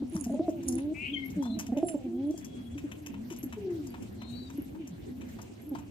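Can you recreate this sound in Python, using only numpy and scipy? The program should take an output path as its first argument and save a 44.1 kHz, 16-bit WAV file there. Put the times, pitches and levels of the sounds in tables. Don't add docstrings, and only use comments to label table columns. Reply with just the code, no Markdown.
import sys
import numpy as np
from scipy import signal
from scipy.fft import rfft, irfft, next_fast_len
from scipy.io import wavfile
from scipy.ndimage import uniform_filter1d

SR = 44100
rng = np.random.default_rng(int(sys.argv[2]) if len(sys.argv) > 2 else 0)


def bounce(signal):
    frames = np.transpose(np.atleast_2d(signal))
    limited = np.clip(frames, -1, 1)
    pcm = np.round(limited * 32767).astype(np.int16)
    wavfile.write(sys.argv[1], SR, pcm)


def nominal_scale(level):
    x = np.asarray(level, float) / 20
    return 10 ** x


N = 260190


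def rms_one(x):
    return x / np.sqrt(np.mean(x ** 2) + 1e-20)


def note(rows):
    s, *columns = np.transpose(rows)
    at = np.arange(max(int(s[0] * SR), 0), min(int(s[-1] * SR), N))
    edge_s = 0.013
    gate = np.clip(np.minimum(at - at[0], at[-1] - at) / (edge_s * SR), 0, 1)
    return at, gate, [np.interp(at / SR, s, c) for c in columns]


def at_hz(points, hz):
    points_hz, values = np.transpose(points)
    return np.interp(np.log(hz), np.log(np.maximum(points_hz, 1)), values)


def drift(rate_hz, count=N):
    settle = 2000
    r = np.exp(-40 * np.pi * rate_hz / SR)
    white = rng.standard_normal(count // 20 + settle + 2)
    slow = rms_one(signal.lfilter([1], [1, -2 * r, r * r], white))
    return np.interp(np.arange(count) / 20, np.arange(len(slow) - settle), slow[settle:])


def sweep(hz):
    return 2 * np.pi * np.cumsum(hz) / SR


def resonate(x, modes):
    out = 0
    for k, (hz, width_hz, level_db) in enumerate(modes):
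        r = np.exp(-np.pi * width_hz / SR)
        poles = [1, -2 * r * np.cos(2 * np.pi * hz / SR), r * r]
        ringing = signal.lfilter([1 - r * r, 0, r * r - 1], poles, x + 1e-18) / 2
        out = out + (-1) ** k * nominal_scale(level_db) * ringing
    return out


def grains(per_s, spread_db):
    sizes = nominal_scale(spread_db * np.minimum(rng.exponential(1, N), 4)) * rng.standard_normal(N)
    return sizes * (rng.random(N) < per_s / SR)


def place(x, pan_db, late_samples=0):
    return np.array([x * nominal_scale(pan_db / 2), np.roll(x, late_samples) * nominal_scale(-pan_db / 2)])


def air():
    # frequency in Hz, density in dB per Hz.
    spectrum = [(15, -48), (25, -43), (76, 0.5), (161, -7), (256, 0), (439, -12.5), (775, -35),
                (1370, -30.5), (2690, -29), (5000, -39), (7510, -36.5), (9570, -51), (11900, -39.5),
                (14800, -39), (16000, -67)]
    # frequency in Hz, left-right correlation (-1 to 1, clipped).
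    likeness = [(60, 0.81), (180, 1), (550, -1.2), (1650, -0.37), (4970, 0.28), (15000, -0.26)]
    level_db = -46 + 0.53
    edges_hz = 24 * 2 ** np.arange(0, 9.6, .5)
    together = drift(3.7)
    white = rng.standard_normal((2, 2, N))
    out = 0
    for k, (low_hz, high_hz) in enumerate(zip(edges_hz, edges_hz[1:])):
        band = signal.butter(2, [low_hz, high_hz], "band", fs=SR, output="sos")
        mid, side = signal.sosfilt(band, white[k % 2])
        hz = np.sqrt(low_hz * high_hz)
        alike = np.clip(at_hz(likeness, hz), -1, 1)
        gain = nominal_scale(at_hz(spectrum, hz) + 1.6 * together + 3.2 * drift(11.8))
        out = out + gain * (np.sqrt(1 + alike) * mid + np.sqrt(1 - alike) * side * [[1], [-1]])
    return nominal_scale(level_db) * rms_one(out)


def hum():
    # frequency in Hz, width in Hz, level in dB.
    modes = [(83.2, 4.7, 7), (116, 7.1, 6), (685, 186, -17.5)]
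    # time in seconds, level in dB.
    course = [(0, -48.5), (.4, -51.5), (3.9, -50.5), (4.25, -47.5), (4.6, -53), (5.6, -49), (5.9, -55)]
    level_db = np.interp(np.arange(N) / SR, *np.transpose(course)) - 5
    return place(rms_one(resonate(rng.standard_normal(N), modes)) * nominal_scale(level_db), -0.86)


def overtones(hz, phase):
    throat_hz, width_hz = 680, 170
    second, third = (nominal_scale(-9 * ((k * hz - throat_hz) / width_hz) ** 2) for k in (2, 3))
    mix = second * np.sin(2 * phase + 1.04) + 0.33 * third * np.sin(3 * phase)
    return mix / np.hypot(second, third)


def coos():
    # time in seconds, pitch in Hz, first harmonic in dB, overtones in dB.
    near_notes = [
        [(0.24, 229.8, -50.5, -57), (0.334, 232.2, -32, -60), (0.38, 268, -42, -47)],
        [(0.3, 261.9, -31, -46), (0.448, 366, -52.5, -42.5), (0.62, 265.4, -42.5, -54)],
        [(0.65, 284.5, -38, -64), (0.724, 241, -33.5, -47.5), (0.94, 323.3, -32, -49)],
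        [(1.36, 313.5, -31, -51), (1.498, 217.3, -34, -46), (1.66, 214, -55, -57)],
        [(1.74, 273.9, -42, -44), (1.85, 359.8, -44.5, -43.5), (2.04, 244, -50, -49.5)],
        [(2.04, 274.5, -31, -46), (2.1, 223.2, -40, -53), (2.32, 313.4, -26.5, -44)],
    ]
    # time in seconds, pitch in Hz, level in dB.
    far_notes = [
        [(0.0, 257, -28), (0.028, 262, -38), (0.13, 232, -48)],
        [(0.12, 331, -37), (0.174, 324.6, -37), (0.26, 229, -41)],
        [(0.5, 199.6, -58), (0.596, 263.2, -41.5), (0.67, 272, -34.5)],
        [(0.52, 337.1, -46), (0.75, 338.3, -38), (0.8, 302, -28.5)],
        [(1.06, 242.2, -57), (1.132, 288.7, -40), (1.36, 250, -44)],
        [(1.5, 233, -32), (1.572, 320.6, -45), (1.7, 253, -47.5)],
        [(2.04, 326.1, -55), (2.064, 336.4, -43), (2.22, 356, -41)],
        [(2.33, 281.8, -54), (2.7, 229.1, -45.5), (2.8, 272.3, -43)],
        [(2.9, 268, -66), (2.966, 312.0, -50), (3.32, 237.2, -43.5)],
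        [(3.33, 233.3, -46), (3.48, 263.6, -42), (3.64, 172, -50.5)],
        [(3.14, 195, -49), (3.2, 211, -42.5), (3.26, 245, -41)],
        [(3.56, 439.5, -46), (3.668, 375.8, -33), (3.95, 219.8, -44.5)],
        [(3.64, 399, -38), (3.684, 399.4, -41.5), (3.92, 331.6, -54.5)],
        [(4.1, 202.5, -49), (4.55, 272.2, -42.5), (4.64, 346, -69)],
        [(4.64, 242.3, -55), (4.8, 335.3, -41), (4.95, 146.5, -47)],
        [(5.04, 232.8, -51.5), (5.186, 270.7, -44), (5.47, 195.4, -55)],
        [(5.57, 185.7, -59), (5.684, 306.3, -45.5), (5.9, 286, -52.5)],
    ]
    out = np.zeros(N)
    for rows in near_notes + far_notes:
        at, gate, (hz, level_db, *near) = note(rows)
        upper_db = near[0] if near else level_db - 29
        flutter_db = 2 if near else 3.2
        phase = sweep(hz * (1 + 0.009 * drift(32, count=len(at))))
        flutter = nominal_scale(3 + flutter_db * drift(25, count=len(at)))
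        tone = nominal_scale(level_db) * np.sin(phase) + nominal_scale(upper_db) * overtones(hz, phase)
        out[at] += flutter * gate * tone
    return out


def pulses():
    # time in seconds, peak in dB, pitch in Hz, overtones in dB, length in seconds.
    puffs = [(0.026, -23.5, 265.6, -24, 0.018), (0.154, -25, 201, -18, 0.018),
             (0.267, -26.5, 231, -12.5, 0.019), (0.299, -30.5, 216, -1, 0.02),
             (0.342, -26.5, 279.4, -12, 0.024), (0.398, -21.5, 314, -13, 0.022),
             (0.485, -21, 314, -12, 0.021), (1.361, -31, 183.4, -20, 0.043),
             (1.571, -28.5, 215.4, -13.5, 0.027), (1.691, -29.5, 224, -11.5, 0.028),
             (1.725, -23, 243, -12, 0.022), (1.77, -23.5, 285, -12, 0.031), (1.832, -20.5, 330, -11, 0.019),
             (1.946, -24, 284.4, -15.5, 0.024), (2.344, -37.5, 332, -13.5, 0.015),
             (2.757, -33, 280.6, -30, 0.029), (2.843, -29.5, 287, -29.5, 0.029),
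             (3.314, -34.5, 334, -33, 0.023), (3.44, -30, 285, -34, 0.015), (4.586, -27.5, 288, -33, 0.023),
             (5.717, -30.5, 264, -17.5, 0.039)]
    out = np.zeros(N)
    for s, peak_db, hz, overtones_db, length_s in puffs:
        u = np.linspace(0, 1, int(length_s * SR))
        phase = 2 * np.pi * hz * length_s * (u - 0.07 * (u * u - u))
        tone = np.sin(phase) + nominal_scale(overtones_db + 4.5) * overtones(hz, phase)
        swell = np.sin(np.pi * u ** 0.68) ** 0.69
        i = int((s - .004) * SR)
        out[i:i + len(u)] += nominal_scale(peak_db + 1.0) * swell * tone
    return out


def birds():
    # time in seconds, left-right level in dB.
    side = [(0, 1.5), (.7, -1.5), (1.2, 3), (1.8, -3.5), (2.7, 3), (4.2, 2), (5.9, -2)]
    pan_db = np.interp(np.arange(N) / SR, *np.transpose(side))
    return place(coos() + pulses(), pan_db)


def mesh():
    # time in seconds, upper wires in dB, lower wires in dB.
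    rattles = [
        [(0.06, -77, -99), (0.166, -46, -56.5), (0.38, -70, -73.5)],
        [(0.62, -85, -84), (0.69, -38.5, -50.5), (0.87, -79.5, -94)],
        [(1.81, -72, -81), (1.888, -40.5, -46), (2.0, -77, -66)],
        [(2.24, -79, -72), (2.274, -61, -84), (2.3, -84, -85)],
    ]
    # frequency in Hz, width in Hz, level in dB.
    upper_wires = [(9220, 170, 4), (9880, 83, 19.5), (10320, 49, 1.5), (10950, 170, -11)]
    lower_wires = [
        [(6720, 99, -3), (7300, 82, -12), (8200, 140, -13)],
        [(7500, 26, 8), (6600, 49, -19), (8400, 80, -20)],
    ]
    strand_modes = [(11540, 55, 4), (11650, 120, -12.5), (11400, 80, 2)]
    # start in seconds, level in dB, length in seconds.
    tinkles = [(1.234, -55, 0.068), (2.835, -65, 0.27), (3.372, -47.5, 0.12), (3.84, -59, 0.11),
               (4.092, -65, .08), (4.497, -58.5, 0.23), (5.063, -65, 0.14), (5.58, -57.5, 0.16)]
    out, shake = np.zeros(N), grains(810, spread_db=7.0)
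    upper = rms_one(resonate(shake, upper_wires))
    lowers = [rms_one(resonate(shake, modes)) for modes in lower_wires]
    for k, rows in enumerate(rattles):
        at, gate, (upper_db, lower_db) = note(rows)
        out[at] += gate * (nominal_scale(upper_db - 1.7) * upper[at] + nominal_scale(lower_db - 0.7) * lowers[k // 2][at])
    bouts = np.zeros(N)
    for s, level_db, length_s in tinkles:
        count = int(length_s * SR)
        bouts[int(s * SR):][:count] += nominal_scale(level_db) * np.hanning(count)
    strand = rms_one(resonate(grains(340, spread_db=7), strand_modes)) * bouts
    return place(out, -13.5) + place(strand, -1.1, late_samples=11)


def knocks():
    # time in seconds, scratch in dB, board in dB, claw in dB.
    contacts = [(0.1375, -46, -66, -72), (0.1605, -41, -56, -57), (0.2375, -35, -74, -49),
                (0.492, -44.5, -71, -58), (0.629, -42.5, -70, -55), (0.6794, -30, -66.5, -83),
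                (0.7218, -36.5, -72, -62), (0.779, -48, -65, -43.5), (0.9614, -66, -68, -56),
                (1.299, -45.5, -78, -69), (1.424, -40, -56, -68), (1.4514, -53, -57, -75),
                (1.5888, -27.5, -55.5, -39.5), (1.6638, -40, -74, -47), (1.7704, -40.5, -70, -40),
                (1.8827, -36, -72, -36.5), (2.3045, -45, -75, -73), (2.375, -39, -75, -60),
                (2.4094, -57, -80, -56), (2.444, -36.5, -73, -52), (2.777, -44.5, -71, -42.5),
                (2.9146, -43.5, -64, -39.5), (3.061, -34, -66.5, -40), (3.14, -57, -58.5, -46.5),
                (3.3005, -42, -67, -44), (3.3213, -44, -66.5, -59), (3.362, -42, -77, -57),
                (3.4283, -38.5, -71, -56), (3.5246, -44, -55.5, -41), (3.704, -49, -67, -62),
                (3.8676, -41.5, -73, -73), (3.939, -60, -56.5, -51), (4.0216, -43, -83, -51.5),
                (4.2148, -52, -56.5, -46), (4.4984, -47.5, -63, -54), (4.7471, -72, -61, -70),
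                (4.8718, -41, -73, -58), (5.2084, -52, -69.5, -46), (5.2829, -49.5, -83, -77),
                (5.3861, -70, -55, -68), (5.4148, -39, -82, -57), (5.7493, -55, -51, -53),
                (5.7843, -46, -77, -51)]
    # frequency in Hz, width in Hz, level in dB.
    scratch_modes = [(5620, 1840, 3), (6320, 1130, 7.5), (7430, 400, 3.5), (9850, 2800, -4),
                     (11600, 2400, -2.5), (15700, 2600, -10.5)]
    board_modes = [(667, 84, -7), (926, 67, 1.5), (1254, 750, -12)]
    claw_modes = [(1900, 740, -0.5), (2625, 120, 9), (2990, 130, 3.5), (3900, 830, -7.5)]
    out, grit = np.zeros(N), grains(3000, spread_db=0.0)
    scratch, board, claw = [rms_one(resonate(grit, m)) for m in (scratch_modes, board_modes, claw_modes)]
    for s, scratch_db, board_db, claw_db in contacts:
        t60_s = 0.051 + 0.045 * rng.random()
        t = np.arange(int(t60_s * SR)) / SR
        at = int(s * SR) + np.arange(len(t))
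        shape = nominal_scale(-60 * t / t60_s) * (1 - np.exp(-t / (.04 * t60_s)))
        burst = nominal_scale(scratch_db - 5) * scratch[at]
        burst += nominal_scale(board_db + 15) * board[at]
        burst += nominal_scale(claw_db - 1.5) * claw[at]
        out[at] += burst * shape
    return place(out, 6.7, late_samples=11)


def creak():
    # time in seconds, slips per second, level in dB, resonance in Hz.
    hinge = [
        (0.94, 251.5, -49.5, 2350),
        (1.058, 282.2, -37.5, 2610),
        (1.15, 281.5, -59, 3000),
    ]
    out = np.zeros(N)
    at, gate, (per_s, level_db, peak_hz) = note(hinge)
    uneven = np.linspace(.1, 1, len(at)) ** 2.9
    phase = sweep(per_s * (1 + 0.036 * uneven * drift(58.5, count=len(at))))
    width_hz = 330 + 250 * uneven
    for k in np.arange(12, 30) / 2:
        share = uneven if k % 1 else 1
        colour_db = -9 * ((k * per_s - peak_hz) / width_hz) ** 2
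        rough_db = 15 * uneven * drift(40, count=len(at))
        out[at] += share * nominal_scale(colour_db + rough_db) * np.cos(k * phase)
    evened = out[at] / np.sqrt(uniform_filter1d(out[at] ** 2, size=1200) + 1e-9)
    out[at] = evened * nominal_scale(level_db - 0.2) * gate
    return place(out, 10.5, late_samples=17)


def squeaks():
    # time in seconds, pitch in Hz, level in dB.
    whistles = [
        [(1.115, 4020, -84), (1.141, 3135, -44), (1.3, 2980, -97)],
        [(1.15, 2280, -48), (1.168, 2155, -43), (1.45, 2185, -91)],
        [(1.41, 3240, -64), (1.476, 3540, -64.5), (1.53, 3580, -67)],
        [(1.425, 4000, -66), (1.529, 4205, -65), (1.57, 3940, -57)],
        [(1.5, 3900, -72), (1.53, 3960, -61), (1.56, 3900, -65)],
        [(2.15, 3330, -81.5), (2.5, 3330, -74), (2.76, 3330, -73.5)],
        [(3.86, 4880, -81), (3.89, 4680, -68.5), (3.94, 4700, -85)],
        [(4.17, 4194, -82), (4.218, 4060, -65.5), (4.49, 4690, -72)],
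        [(4.2, 3620, -75), (4.408, 4040, -59.5), (4.5, 3704, -73)],
    ]
    out = np.zeros(N)
    for rows in whistles:
        at, gate, (hz, level_db) = note(rows)
        phase = sweep(hz * (1 + 0.011 * drift(84, count=len(at))))
        hoarse = nominal_scale(level_db + 5.5 + 3.8 * drift(39, count=len(at)))
        out[at] += hoarse * gate * (np.sin(phase) + 0.028 * np.sin(2 * phase))
    return place(out, 15.7, late_samples=12)


def loft(x):
    t60_s, wall_cut_hz = 0.42, 4800
    size = next_fast_len(N + SR)
    turn = np.exp(-2j * np.pi * np.arange(size // 2 + 1) / size)
    dull = np.exp(-2 * np.pi * wall_cut_hz / SR)
    wall = (1 - dull) / (1 - dull * turn)
    out = np.zeros((2, size // 2 + 1), complex)
    for k, lag in enumerate((rng.uniform(0.012, .04, 12) * SR).astype(int)):
        loop = nominal_scale(-60 * lag / SR / t60_s) * wall * turn ** lag
        out[k % 2] += (-1) ** (k // 2) * loop / (1 - loop)
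    return irfft(out * rfft(x, size), size)[:, :N]


def scene():
    flock, clatter, calls = birds(), mesh() + knocks(), creak() + squeaks()
    wet = nominal_scale(-18.5) * flock + nominal_scale(-11) * clatter + nominal_scale(-10) * calls
    return flock + clatter + calls + loft(wet.mean(axis=0)) + air() + hum()


def top_cut(x):
    return signal.sosfilt(signal.butter(12, 16440, fs=SR, output="sos"), x)


def record(dry):
    low_pass = signal.cheby2(14, 60, 16100, fs=SR, output="sos")
    mix = signal.sosfilt(low_pass, dry)
    return top_cut(mix)


dry = scene()
out = record(dry)
bounce(out)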